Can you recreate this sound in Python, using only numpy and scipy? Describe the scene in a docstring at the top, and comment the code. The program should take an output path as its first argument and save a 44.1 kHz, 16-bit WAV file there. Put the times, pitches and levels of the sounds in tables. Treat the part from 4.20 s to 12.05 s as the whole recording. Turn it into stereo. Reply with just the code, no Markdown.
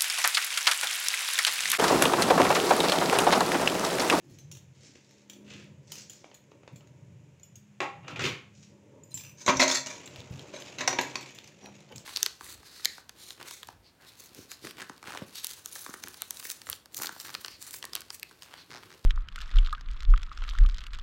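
"""Small kitchen, phone held just above a steel bowl: a plastic lid slides off, is put down, then a hand mashes.
The lid is grainy rubbing noise, hollow groans and knocks; wrist bangles are chattering clicks with ringing modes.
Bangles clash and scrape on the bowl and excite its modes; boiled potato is grainy noise, pops and low thuds.
A low, wavering hum, a hollow low handling rumble and a hiss lie underneath; a short dense tail gives the walls."""
import sys
import numpy as np
from scipy import signal
from scipy.fft import rfft, irfft, next_fast_len
from scipy.io import wavfile
from scipy.ndimage import uniform_filter1d

SR = 44100
rng = np.random.default_rng(int(sys.argv[2]) if len(sys.argv) > 2 else 0)


def generate_wav(sig):
    """Save sig (samples, or channels by samples) to the path in sys.argv[1] as 16-bit PCM at SR."""
    pcm = np.round(np.clip(np.atleast_2d(sig).T, -1, 1) * 32767).astype(np.int16)
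    wavfile.write(sys.argv[1], SR, pcm)


N = 346183
TIME = np.arange(N) / SR


def amp(db):
    """Decibels to gain."""
    return 10 ** (np.asarray(db) / 20)


def pan(db):
    """Left and right gains for a level difference, left minus right."""
    return amp(np.array([[db], [-db]]) / 2)


def add(track, s, sound):
    """Mix a stereo sound into a track at a time."""
    start = max(int(s * SR), 0)
    track[:, start:start + sound.shape[1]] += sound[:, :N - start]


def convolve(x, response):
    """Pass a stereo sound through a stereo response."""
    return signal.fftconvolve(x, response, axes=1)[:, :N]


def walk(n, step):
    """Smooth random wander that turns about every step points, spread 1."""
    size = max(int(step), 1)
    held = np.repeat(rng.standard_normal(n // size + 2), size)
    return uniform_filter1d(held, size)[:n] * np.sqrt(3 / 2)


def noise(n, tone, bass_db=0, treble_db=0, lumps_db=0, lump_hz=170, apart_hz=850, low_cut_hz=50):
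    """Coloured stereo noise of rms 1 with chance resonances; the two ports agree only on long waves."""
    size = next_fast_len(n)
    f = np.fft.rfftfreq(size, 1 / SR) + 1
    hz, db = np.transpose(tone)
    shelves = np.interp(np.log(f), np.log([800, 1800, 3000, 5500]), [bass_db, 0, 0, treble_db])
    lumps = lumps_db * np.interp(f / lump_hz, np.arange(512), rng.standard_normal(512))
    lumps = lumps * f / (f + 3 * lump_hz)  # weaker in the bass
    gain = amp(np.interp(np.log(f), np.log(hz), db) + shelves + lumps)
    gain = gain / (1 + (low_cut_hz / f) ** 2) ** 2
    mid, side = np.exp(2j * np.pi * rng.random((2, len(f)))) * gain
    side = side * np.clip(f / apart_hz, 0, 1)
    x = irfft(np.array([mid + side, mid - side]), size)[:, :n]
    return x / x.std()


def grains(n, rate, spread_db, decay_s):
    """Envelope of many tiny contacts of very unequal size, rms 1; rate is contacts per second."""
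    sizes = amp(spread_db * np.minimum(rng.exponential(size=n), 4))
    pops = (rng.random(n) < rate / SR) * sizes
    power = signal.lfilter([1], [1, -np.exp(-2 / (decay_s * SR))], pops ** 2) + 1e-9
    return np.sqrt(power / power.mean())


def burst(decay_s, tone, bass_db=0, treble_db=0, lumps_db=2.0, rise=0.084):
    """A contact that builds quickly and dies away; every spot that is hit has its own colour."""
    t = np.arange(int(np.log(1000) * decay_s * SR) + 2) / SR
    hiss = noise(len(t), tone, bass_db, treble_db, lumps_db)
    return hiss * np.exp(-t / decay_s) * np.tanh(t / (rise * decay_s))


def chatter(hit, rate=260, decay_s=0.0051, spread_db=3, first=1.2, between=0.3):
    """Break a contact into a hard first touch and uneven little rebounds, keeping its energy."""
    n = hit.shape[1]
    touches = (rng.random(n) < rate / SR) * amp(spread_db * rng.standard_normal(n))
    touches[0] = first
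    power = signal.lfilter([1], [1, -np.exp(-1 / (decay_s * SR))], touches ** 2)
    x = hit * np.sqrt(power + between)
    return x * hit.std() / x.std()


# bass lost per dB of hardness [dB/dB]
BASS_PER_HARDNESS = 0.55


def tilt(hard_db, bass_db=0):
    """Bass and treble (dB) of a contact: the harder, the thinner and brighter."""
    return bass_db - BASS_PER_HARDNESS * hard_db, hard_db


def favour(tone, hz, peak_db, width_octaves):
    """A spectrum with one broad resonance raised."""
    grid = np.geomspace(30, 16000, 300)
    f, db = np.transpose(tone)
    peak = peak_db * np.exp(-(np.log2(grid / hz) / width_octaves) ** 2)
    return np.transpose([grid, np.interp(np.log(grid), np.log(f), db) + peak])


def strokes(table, tone, rate, spread_db, bass_db=0, swell=.7, flutter_db=2, flutter_hz=90,
            lumps_db=12.0, travel_hz=24):
    """Stick-slip rubs that swell, flutter and fade, changing colour as the contact travels."""
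    out = np.zeros((2, N))
    for s, db, hard_db, fade_s in table:
        swell_s = swell * fade_s
        t = np.arange(-min(np.pi * swell_s, s), 2 * np.pi * fade_s, 1 / SR)  # zero at the peak
        shape = np.exp(-np.where(t < 0, (t / swell_s) ** 2 / 2, t / fade_s))
        flutter = flutter_db * walk(len(t), SR / flutter_hz)
        grip = amp(db + flutter) * grains(len(t), rate, spread_db, 0.0055)
        here, there = (noise(len(t), tone, *tilt(hard_db, bass_db), lumps_db) for _ in range(2))
        place = walk(len(t), SR / travel_hz)
        add(out, s + t[0], shape * grip * (np.cos(place) * here + np.sin(place) * there))
    return out


def ring(modes, pitch=1, length_s=0.83, detune=0, blur=0, blur_hz=45):
    """Free ringing of unit energy; rattling contact blurs the upper modes, each port hears its own phase."""
    t = np.arange(int(length_s * SR)) / SR
    x = 0
    for hz, db, t60 in modes:
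        phase = hz * pitch * (1 + detune * rng.standard_normal()) * t
        if blur:
            phase = phase + blur * min(hz / 2000, 1) * walk(len(t), SR / blur_hz)
        phase = phase + rng.random((2, 1)) * min(hz / 2600, 1)
        x = x + amp(db - 60 * t / t60) * np.sin(np.float32(2 * np.pi * phase))
    x = x * np.tanh(t / .0004)  # soft onset
    return x / np.sqrt(np.sum(x ** 2) / 2)


# breakpoints of hum and low handling rumble, levels before the waver: time_s [s], rumble_db, hum_db,
# upper_tone_db [dB]; used up to the start of the held levels below
LOW_LEVELS = [(0.0, -69, -59.5, -77), (0.4, -69.5, -51, -74), (1.05, -64, -69.5, -65.5),
              (1.21, -59, -61, -54), (1.55, -61.5, -49.5, -52.5), (2.32, -63.5, -64, -66),
              (2.84, -62, -52.5, -88), (3.45, -77.5, -61, -61.5), (3.9, -65, -48.5, -62),
              (4.07, -42, -42.5, -58), (4.21, -64.5, -53, -63.5), (4.5, -74, -60, -55.5),
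              (5.2, -58.5, -59, -67)]
# levels the hum and rumble jump to and hold to the end: start_s [s], rumble_db, hum_db, upper_tone_db [dB]
HELD_LEVELS = (4.5, -61, -57.5, -59)
# noise spectra of hum, handling rumble and hiss: pitch_hz [Hz], level_db [dB per Hz, relative]
HUM_SPECTRUM = [(50, -53), (85, -2), (118, -0.5), (150, 1), (175, -6), (203, -14), (250, -22), (500, -77)]
RUMBLE_SPECTRUM = [(60, -52), (170, -8.5), (300, 5.5), (450, -3.5), (600, 0), (700, -30), (900, -10.5),
                   (3000, -66)]
HISS_SPECTRUM = [(100, 20.5), (500, 11.5), (1200, 2), (2500, 6.5), (4500, -6), (7000, 3), (8500, -12),
                 (15000, -19.5)]
# lower hum tone, its level over the low noise (both before the waver), upper hum tone
HUM_HZ, HUM_LINE_DB, HUM_UPPER_HZ = 131.3, -2.5, 204.6


def background(hiss_db=-65.5, waver_db=4.5, waver_hz=7, drift_cycles=0.11, hollow_db=6):
    """Wavering tones in low noise and a hollow low handling rumble swell and sink over a steady hiss."""
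    def wander():
        return walk(N, SR / waver_hz)

    def hum_tone(hz):
        level = amp(waver_db * (wander() - .5))
        return level * np.sin(2 * np.pi * (hz * TIME + drift_cycles * wander()))

    # the held row comes last: np.interp keeps its levels at every time beyond its start
    s, rumble_db, hum_db, upper_db = np.transpose([*LOW_LEVELS, HELD_LEVELS])
    lower, upper = hum_tone(HUM_HZ), hum_tone(HUM_UPPER_HZ)
    hum = amp(waver_db / 2 * wander()) * noise(N, HUM_SPECTRUM) + amp(HUM_LINE_DB) * lower
    rumble = sum(amp(waver_db * wander()) * noise(N, RUMBLE_SPECTRUM, lumps_db=hollow_db, lump_hz=40.46)
                 for _ in range(3))
    out = amp(np.interp(TIME, s, hum_db)) * hum / hum.std()
    out += amp(np.interp(TIME, s, upper_db)) * upper
    out += amp(np.interp(TIME, s, rumble_db)) * rumble / rumble.std()
    return out + amp(hiss_db) * noise(N, HISS_SPECTRUM)


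# hollow groans of the gripped lid: peak_s [s], level_db [dB], pitch_hz [Hz], length_s [s, fade constant]
LID_GROANS = [(0.101, -56, 348, .05), (4.06, -39, 395, .028), (1.2, -57, 346, .06),
              (1.369, -61.5, 350, .055)]


def groans():
    """The thin lid rubs slowly and answers with one hollow resonance that depends on the grip."""
    out = np.zeros((2, N))
    for s, db, hz, length_s in LID_GROANS:
        hollow = [(hz / 3, -26), (hz / 1.4, -11), (hz, 0), (hz * 1.11, -13), (hz * 3, -48)]
        out += strokes([(s, db, 0, length_s)], hollow, rate=330, spread_db=2.5, swell=.9,
                       flutter_hz=34.2, lumps_db=7)
    return out


# lid rubbing over rim and counter: peak_s [s], level_db [dB], hardness_db [dB], length_s [s, fade constant]
LID_SLIDES = [(0.172, -63, 10.5, 0.07), (0.687, -55, 10.5, 0.077), (0.758, -47, 2, 0.0035),
              (0.934, -63, 9, 0.071), (1.329, -49, -1, 0.047), (1.414, -53, -2.5, 0.025),
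              (1.784, -49, 12, 0.059), (1.99, -57, 13, 0.061), (3.905, -45.5, -24, 0.041),
              (4.064, -35, -6, .036), (4.425, -59.5, 9, 0.049)]
# lid knocking on the counter: start_s [s], level_db [dB], hardness_db [dB], rattle_s [s, decay constant],
# favoured_hz [Hz, raised by the struck spot]
LID_KNOCKS = [(3.6036, -16.5, -7, .003, 2020), (3.614, -29.5, -24, .015, 930),
              (3.622, -35, -25, 0.0036, 1150), (3.879, -33.5, -4.5, .012, 1200),
              (3.959, -33, -6, 0.011, 2480), (3.993, -24.5, -2.5, 0.0085, 1690),
              (4.006, -27.5, -1, 0.0098, 2600), (4.038, -23, 2.5, .01, 2580), (4.062, -25, -1, .006, 2380)]
# spectrum of plastic contact: pitch_hz [Hz], level_db [dB per Hz, relative]
LID_SPECTRUM = [(100, -12.5), (380, 3), (560, 5.5), (850, -2), (1150, 1), (1700, -3), (2400, 3), (4200, -4),
                (7000, -5), (8600, -21.5), (15000, -57)]
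# modes of the plastic lid: pitch_hz [Hz], level_db [dB, relative], t60_s [s]
LID_RESONANCES = [(391, 4.5, 0.067), (582, -8.5, 0.31), (804, 5, 0.15), (861, 5, 0.13), (966, 7, 0.058),
                  (1095, 6, 0.15), (1360, 7.5, 0.087), (2040, -6, .09)]


def lid(ring_db=-11, settle_db_per_s=13, flex_db=-8, pan_db=-1):
    """Stiff plastic: hollow knocks that ring less as it settles, a grainy dry rub, dull flexing under it."""
    knocks, ringing = np.zeros((2, 2, N))
    for s, db, hard_db, rattle_s, hz in LID_KNOCKS:
        spot = favour(LID_SPECTRUM, hz, peak_db=6.5, width_octaves=0.61)
        hit = amp(db) * chatter(burst(rattle_s, spot, *tilt(hard_db, bass_db=-3.5)))
        add(knocks, s, hit)
        add(ringing, s, amp(ring_db - settle_db_per_s * (s - LID_KNOCKS[0][0])) * hit)
    rub = strokes(LID_SLIDES, LID_SPECTRUM, rate=480, spread_db=5.0, bass_db=-12.5, swell=1.0, lumps_db=3)
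    # hard rubs flex the lid less
    flexes = [(s, db + flex_db - BASS_PER_HARDNESS * max(hard_db, 0), 0, length_s)
              for s, db, hard_db, length_s in LID_SLIDES]
    dull = [(70, -15), (240, 4.0), (550, -8.5), (2500, -87)]
    flex = strokes(flexes, dull, rate=670, spread_db=5.0, swell=1.1, lumps_db=8)
    resonance = convolve(ringing, ring(LID_RESONANCES, blur=.25))
    return pan(pan_db) * (rub + flex + groans() + knocks + resonance)


# dull bumps on the bowl and the counter: start_s [s], level_db [dB], pitch_hz [Hz]
BUMPS = [(.11, -49.5, 101), (2.52, -44.5, 112), (4.045, -38, 117), (4.94, -45.5, 112),
         (5.278, -32.5, 149.6), (5.358, -36.5, 98), (5.982, -44.5, 105), (6.105, -36.5, 95.5),
         (6.791, -45, 212), (7.72, -43, 110)]


def thuds(decay_s=.052):
    """Soft, heavy contacts that give one low resonance."""
    out = np.zeros((2, N))
    for s, db, hz in BUMPS:
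        add(out, s, amp(db) * burst(decay_s, [(hz / 4, -34), (hz, 0), (hz * 2, -14), (hz * 10, -60)]))
    return out


# bangle against bangle, levels before the trims in bangles(): start_s [s], level_db [dB],
# pitch_hz [Hz, main partial], ring_db [dB, ring relative to click]
BANGLE_CLINKS = [(0.186, -42, 6130, -2), (0.3144, -31.5, 6340, -9), (0.37, -40.5, 7400, -10),
                 (1.0978, -32.5, 6740, -38), (1.719, -25, 6840, -20), (1.78, -38, 6380, -6),
                 (1.897, -34, 7040, -5), (2.143, -40, 6760, -8), (2.559, -42.5, 7300, -9),
                 (3.232, -47.5, 6950, 5.5), (3.356, -43, 6600, -1.5), (4.8353, -55, 7020, 11),
                 (4.921, -56, 7150, -11), (4.9421, -37, 7320, 13), (4.9727, -28.5, 7100, -20),
                 (5.858, -39.5, 7380, -2), (6.4004, -38.5, 7100, -3.5), (7.148, -39.5, 7100, -3.5),
                 (7.7588, -34.5, 7430, -8)]
# flexing modes of one bangle before scaling: pitch_hz [Hz], level_db [dB, relative], t60_s [s]
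BANGLE_MODES = [(2813, -18, .13), (4840, -15, .25), (6780, 16.5, 0.041), (7200, -2, 0.13),
                (8800, -22, 0.14), (11600, -9, 0.1), (14030, -8, 0.16)]
# stack slipping along the forearm: peak_s [s], level_db [dB], hardness_db [dB], length_s [s, fade constant]
BANGLE_SLIPS = [(4.93, -46.5, 3, 0.015), (5.04, -46.5, 1, 0.052)]
# spectrum of bangle contact: pitch_hz [Hz], level_db [dB per Hz, relative]
CLINK_SPECTRUM = [(400, -10.5), (1500, -10.5), (3000, 1.5), (4500, -4), (7000, 2), (8500, -9.5),
                  (12000, -14.5), (15000, -11.5)]
# where the wrist is: time_s [s], balance_db [dB, left minus right]
WRIST_PATH = [(0, 0), (1.1, -4.5), (1.8, -0.5), (3.4, 2.5), (4.95, 3), (5.3, -11), (5.9, -3)]
# a clink harder than REBOUND_ABOVE_DB bounces once more; click and relative ring both drop by REBOUND_DB
REBOUND_ABOVE_DB, REBOUND_S, REBOUND_DB = -38, 0.035, -8


def bangles(click_db=-6, chatter_s=.007, ring_db=20, neighbour_db=7, size_spread=0.05):
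    """Each clink chatters through the stack, rings one bangle and, by its own level, a larger neighbour."""
    out = strokes(BANGLE_SLIPS, CLINK_SPECTRUM, rate=240, spread_db=4.0, swell=0.93)
    rebounds = [(s + REBOUND_S, db + REBOUND_DB, hz, own_db + REBOUND_DB)
                for s, db, hz, own_db in BANGLE_CLINKS if db > REBOUND_ABOVE_DB]
    for s, db, hz, own_db in [*BANGLE_CLINKS, *rebounds]:
        pitch = hz / BANGLE_MODES[2][0]  # the third mode is the main partial
        neighbour = ring(BANGLE_MODES, .9 * pitch, length_s=.3, detune=size_spread)
        add(out, s, amp(db + click_db) * chatter(burst(chatter_s, CLINK_SPECTRUM, lumps_db=6.0)))
        add(out, s, amp(db + ring_db + own_db) * ring(BANGLE_MODES, pitch, length_s=.3))
        add(out, s, amp(db + neighbour_db) * neighbour)
    side_db = np.interp(TIME, *np.transpose(WRIST_PATH))
    return out * amp(np.array([side_db, -side_db]) / 2)


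def jingle(shaken_db=-9, settle_s=0.013, kneading_db=-46, handling_db=-48, spread_db=7.5,
           size_spread=0.05, tick_db=-17, tick_s=0.0037, pressed=0.25, count=2):
    """Clashes shake the stack; lid handling and kneading add fainter ticks, damped where bangles press."""
    shaken = [(s + rng.exponential(settle_s), db + shaken_db)
              for s, db, *_ in BOWL_CLASHES for _ in range(count)]
    knead_s = KNEADING[0][0]
    kneading = [(s, kneading_db) for s in rng.uniform(knead_s, TIME[-1], size=50)]
    handling = [(s, handling_db) for s in rng.uniform(0, knead_s, size=24)]
    muted = [(hz, db, t60 * pressed) for hz, db, t60 in BANGLE_MODES]
    out = np.zeros((2, N))
    for s, db in shaken + kneading + handling:
        size = amp(db + spread_db * rng.standard_normal())
        add(out, s, size * amp(tick_db) * burst(tick_s, STEEL_SPECTRUM, bass_db=-8, treble_db=5))
        add(out, s, size * ring(muted, length_s=.15, detune=size_spread))
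    return out


# lid tapping the rim as it is lifted: start_s [s], level_db [dB]
RIM_TAPS = [(2.043, -40), (2.114, -41.5), (2.318, -48), (2.433, -47.5), (2.477, -37), (2.608, -46)]


def taps(decay_s=.0035, bass_db=7, treble_db=-7):
    """Little taps of plastic on the rim, right under the microphone."""
    out = np.zeros((2, N))
    for s, db in RIM_TAPS:
        add(out, s, amp(db) * burst(decay_s, LID_SPECTRUM, bass_db, treble_db))
    return out


# bangles sliding along the bowl: peak_s [s], level_db [dB], hardness_db [dB], length_s [s, fade constant]
BOWL_SCRAPES = [(5.22, -45, 12.5, 0.032), (5.375, -35, 22, 0.015), (5.515, -25, 9, 0.024),
                (5.56, -24.5, 11.5, 0.02), (5.72, -42, 7.5, 0.042), (6.36, -43.5, 4, .028),
                (6.615, -35, -1, 0.017)]
# bangles hitting the bowl: start_s [s], level_db [dB], hardness_db [dB], chatter_s [s, decay constant],
# favoured_hz [Hz, raised by the struck spot]
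BOWL_CLASHES = [(5.2626, -18, 5, 0.0067, 6570), (5.2786, -12.5, -4.5, 0.0054, 996),
                (5.284, -16, -1.5, .016, 377), (5.2926, -18, -9, .011, 1050), (5.369, -27, 9, .006, 6050),
                (5.395, -14.5, 1, 0.0073, 5370), (5.4009, -12, 5, 0.0086, 1950),
                (5.4166, -12, 1.5, .009, 4172), (5.4244, -15.5, 0, .011, 601.3),
                (5.4314, -20, 20, .007, 3970), (5.479, -17.5, 6, .006, 6650), (5.5, -20.5, 7, .005, 4220),
                (5.513, -20, 12, 0.0063, 3460), (5.661, -29, 6, .006, 6630), (5.6689, -26.5, 7, .003, 2880),
                (6.338, -33.5, -19, .006, 590), (6.584, -31, 4, .014, 2750), (6.607, -25, 1, .008, 1840),
                (6.676, -9.5, 4, 0.0046, 5790), (6.728, -23, -3, 0.0054, 6000),
                (6.787, -13, -5, .005, 1670), (6.9555, -19, 4, .0035, 4480)]
# steel bowl in close, beating groups, damped by the potatoes, with the upper modes (from about 3.5 kHz) of the
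# bangle stack ringing along: pitch_hz [Hz], level_db [dB, relative], t60_s [s]
BOWL_MODES = [(266.4, 3, 0.34), (376, 3.5, 0.21), (545.4, -1.5, 0.23), (596, -0.5, 0.24), (626, 1, 0.28),
              (710.3, 1.5, 0.088), (955, 2, 0.29), (1011, 3.5, 0.18), (1096, 2.5, 0.18), (1825, -9, 0.27),
              (1923, -0.5, .15), (2280, -4.5, 0.57), (3510, -8, .15), (3736, -6, .14), (5000, -2, 0.13),
              (5900, 7, 0.13), (6260, 3.5, .2), (6840, 4, 0.14)]
# spectrum of contact with steel: pitch_hz [Hz], level_db [dB per Hz, relative]
STEEL_SPECTRUM = [(100, -36), (260, 1.5), (450, 1), (600, 5.5), (1000, 1.5), (1300, -1), (2100, 3),
                  (2550, 1), (3150, -4.5), (3800, -0.5), (4300, -4.5), (4800, -6.5), (5300, -5.5),
                  (6400, -4), (7400, -10.5), (8400, -23), (15000, -38)]


def bowl(ring_db=-10.0, ring_per_hardness=0.22, damping_db_per_s=3.0, scrape_ring_db=-11, pan_db=-5,
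         spot_db=13, spot_t60=0.03, lag_s=.0004, blur=.2):
    """Clashes and scrapes ring the steel, hard glancing clashes least; the sinking hand weakens later ones."""
    out = strokes(BOWL_SCRAPES, STEEL_SPECTRUM, rate=480, spread_db=0.5, bass_db=0.5, swell=.75, lumps_db=6.5)
    out += amp(scrape_ring_db) * convolve(out, ring(BOWL_MODES, detune=0.0034, blur=blur))
    for s, db, hard_db, chatter_s, hz in BOWL_CLASHES:
        spot = favour(STEEL_SPECTRUM, hz, peak_db=9.5, width_octaves=0.12)
        hit = burst(chatter_s, spot, *tilt(hard_db, bass_db=2.0), lumps_db=4.0)
        hit = amp(db) * chatter(hit)
        damping_db = damping_db_per_s * (s - BOWL_CLASHES[0][0])
        # the struck spot sounds briefly
        add(out, s, amp(db + spot_db - damping_db) * ring([(hz, 0, spot_t60)], length_s=2 * spot_t60))
        add(out, s, hit)
        # the pressing hand shifts the modes a little from one clash to the next
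        ringing_db = ring_db - ring_per_hardness * hard_db - damping_db
        wall = ring(BOWL_MODES, length_s=.4, detune=0.0036, blur=blur)
        add(out, s, amp(ringing_db) * convolve(hit, wall))
    left = np.roll(out[0], int(lag_s * SR))  # the left port hears it later
    return pan(pan_db) * np.array([left, out[1]])


# kneading breakpoints, before the trims in mash(): time_s [s], squelch_db [dB], body_db [dB]
KNEADING = [(5.7, -51.5, -51.5), (6.56, -49.5, -51), (6.79, -45, -39.5), (7.2, -56, -64),
            (7.85, -63.5, -57)]
# fist squashing potato: peak_s [s], level_db [dB], hardness_db [dB], length_s [s, fade constant]
FIST_SQUASHES = [(6.0, -55, -20, 0.032), (6.39, -57, 3, 0.043), (7.46, -48.5, 3.5, .035),
                 (7.725, -50, -9, 0.025)]
# spectra of the tearing mash and of its soft body: pitch_hz [Hz], level_db [dB per Hz, relative]
MASH_SPECTRUM = [(500, -3.5), (1400, -14), (2400, -1), (4500, -10.5), (7000, -7.5), (8500, -24),
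                 (15000, -41)]
BODY_SPECTRUM = [(30, -40), (130, -56), (280, 11), (560, 6), (900, -2), (1500, -12.5), (4000, -56)]


def mash(squelch_db=-1, body_db=-3, tear_db=-5, pan_db=-2):
    """Moist potato tears in tiny pops over a soft body, continuously and in a swell at each squash."""
    s, squelch, body = np.transpose(KNEADING)
    squelch_level = np.interp(TIME, s, squelch, left=-120) + squelch_db + 2 * walk(N, SR / 22)
    body_level = np.interp(TIME, s, body, left=-120) + body_db
    out = amp(squelch_level) * grains(N, rate=340, spread_db=1.5, decay_s=0.0052) * noise(N, MASH_SPECTRUM)
    soft = grains(N, rate=500, spread_db=-5.5, decay_s=0.011) * noise(N, BODY_SPECTRUM, bass_db=-9)
    out += amp(body_level) * soft
    out += strokes(FIST_SQUASHES, BODY_SPECTRUM, rate=200, spread_db=0.0)
    out += amp(tear_db) * strokes(FIST_SQUASHES, MASH_SPECTRUM, rate=270, spread_db=2)
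    return pan(pan_db) * (out + snaps() + thuds())


# loudest air pockets in the mash: start_s [s], level_db [dB, nominal], pitch_hz [Hz, centre]
LOUD_SNAPS = [(5.876, -32.5, 2860), (5.96, -32.5, 2420), (6.004, -37, 3400), (6.194, -34.5, 3200),
              (6.422, -31.5, 3000), (7.029, -33.5, 2400), (7.1869, -31, 2830), (7.2755, -38, 4700),
              (7.4595, -33.5, 2520), (7.723, -38, 2300), (7.781, -32.5, 4350)]
# spectrum of a bursting air pocket: pitch_ratio [multiple of centre], level_db [dB per Hz, relative]
POCKET_SPECTRUM = [(.15, -27), (.7, -11), (1, -2.5), (1.3, -2.5), (2.1, -13), (3, -26.5)]


def snaps(snap_s=0.0014, ping_db=8, ping_t60=0.033, small_db=-47, spread_db=3, small_hz=2800,
          spread_octaves=0.77, count=24):
    """Air pockets burst with a snap and a tiny pitched pop: a few loud, small ones at random in the kneading."""
    knead_s = KNEADING[0][0]
    small = [(knead_s + when * (TIME[-1] - knead_s),
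              small_db + spread_db * rng.standard_normal(),
              small_hz * 2 ** (spread_octaves * (2 * size - 1)))
             for when, size in rng.random((count, 2))]
    out = np.zeros((2, N))
    for s, db, hz in [*LOUD_SNAPS, *small]:
        pocket = [(hz * ratio, gain_db) for ratio, gain_db in POCKET_SPECTRUM]
        add(out, s, amp(db) * burst(snap_s, pocket))
        add(out, s, amp(db + ping_db) * ring([(hz, 0, ping_t60)], length_s=2 * ping_t60))
    return out


def kitchen(low_t60=0.4, high_t60=0.24, split_hz=2500, first_s=0.0071):
    """Hard walls close by: a dense tail whose treble dies first."""
    t = TIME[:SR]
    air = noise(SR, [(50, 0), (16000, 0)])
    low = signal.sosfilt(signal.butter(1, split_hz, fs=SR, output="sos"), air)
    tail = low * 1000 ** (-t / low_t60) + (air - low) * 1000 ** (-t / high_t60)
    tail = tail * (t > first_s)
    return tail / np.sqrt(np.sum(tail ** 2) / 2)


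def scene(bangle_wet_db=-4, bowl_wet_db=-7, lid_wet_db=-1, mash_wet_db=-10):
    """The lid is furthest away and gets the most room."""
    low_bed, plastic, wrist, rim = background(), lid(), bangles() + jingle(), taps()
    steel, potato = bowl(), mash()
    send = amp(bangle_wet_db) * (wrist + rim) + amp(bowl_wet_db) * steel
    send += amp(lid_wet_db) * plastic + amp(mash_wet_db) * potato
    return low_bed + plastic + wrist + rim + steel + potato + convolve(send, kitchen())


# unequal hearing of the two microphone ports: pitch_hz [Hz], balance_db [dB, left minus right]
MICROPHONE_BALANCE = [(60, 3), (120, 0), (400, 0), (1000, 1.5), (2000, -2), (6500, -0.5), (9000, 5.5),
                      (14000, 3)]


def record(dry, low_cut_hz=45, top_hz=15700):
    """The phone colours each port, thins the deepest bass, rounds the highest peaks and cuts the top."""
    size = next_fast_len(N)
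    hz, db = np.transpose(MICROPHONE_BALANCE)
    side_db = np.interp(np.log(np.fft.rfftfreq(size, 1 / SR) + 1), np.log(hz), db)
    heard = irfft(rfft(dry, size) * amp(np.array([side_db, -side_db]) / 2), size)[:, :N]
    heard = signal.sosfilt(signal.butter(1, low_cut_hz, "high", fs=SR, output="sos"), heard)
    return signal.sosfilt(signal.ellip(10, .2, 70, top_hz, fs=SR, output="sos"), np.tanh(heard))


dry = scene()
out = record(dry)
generate_wav(out)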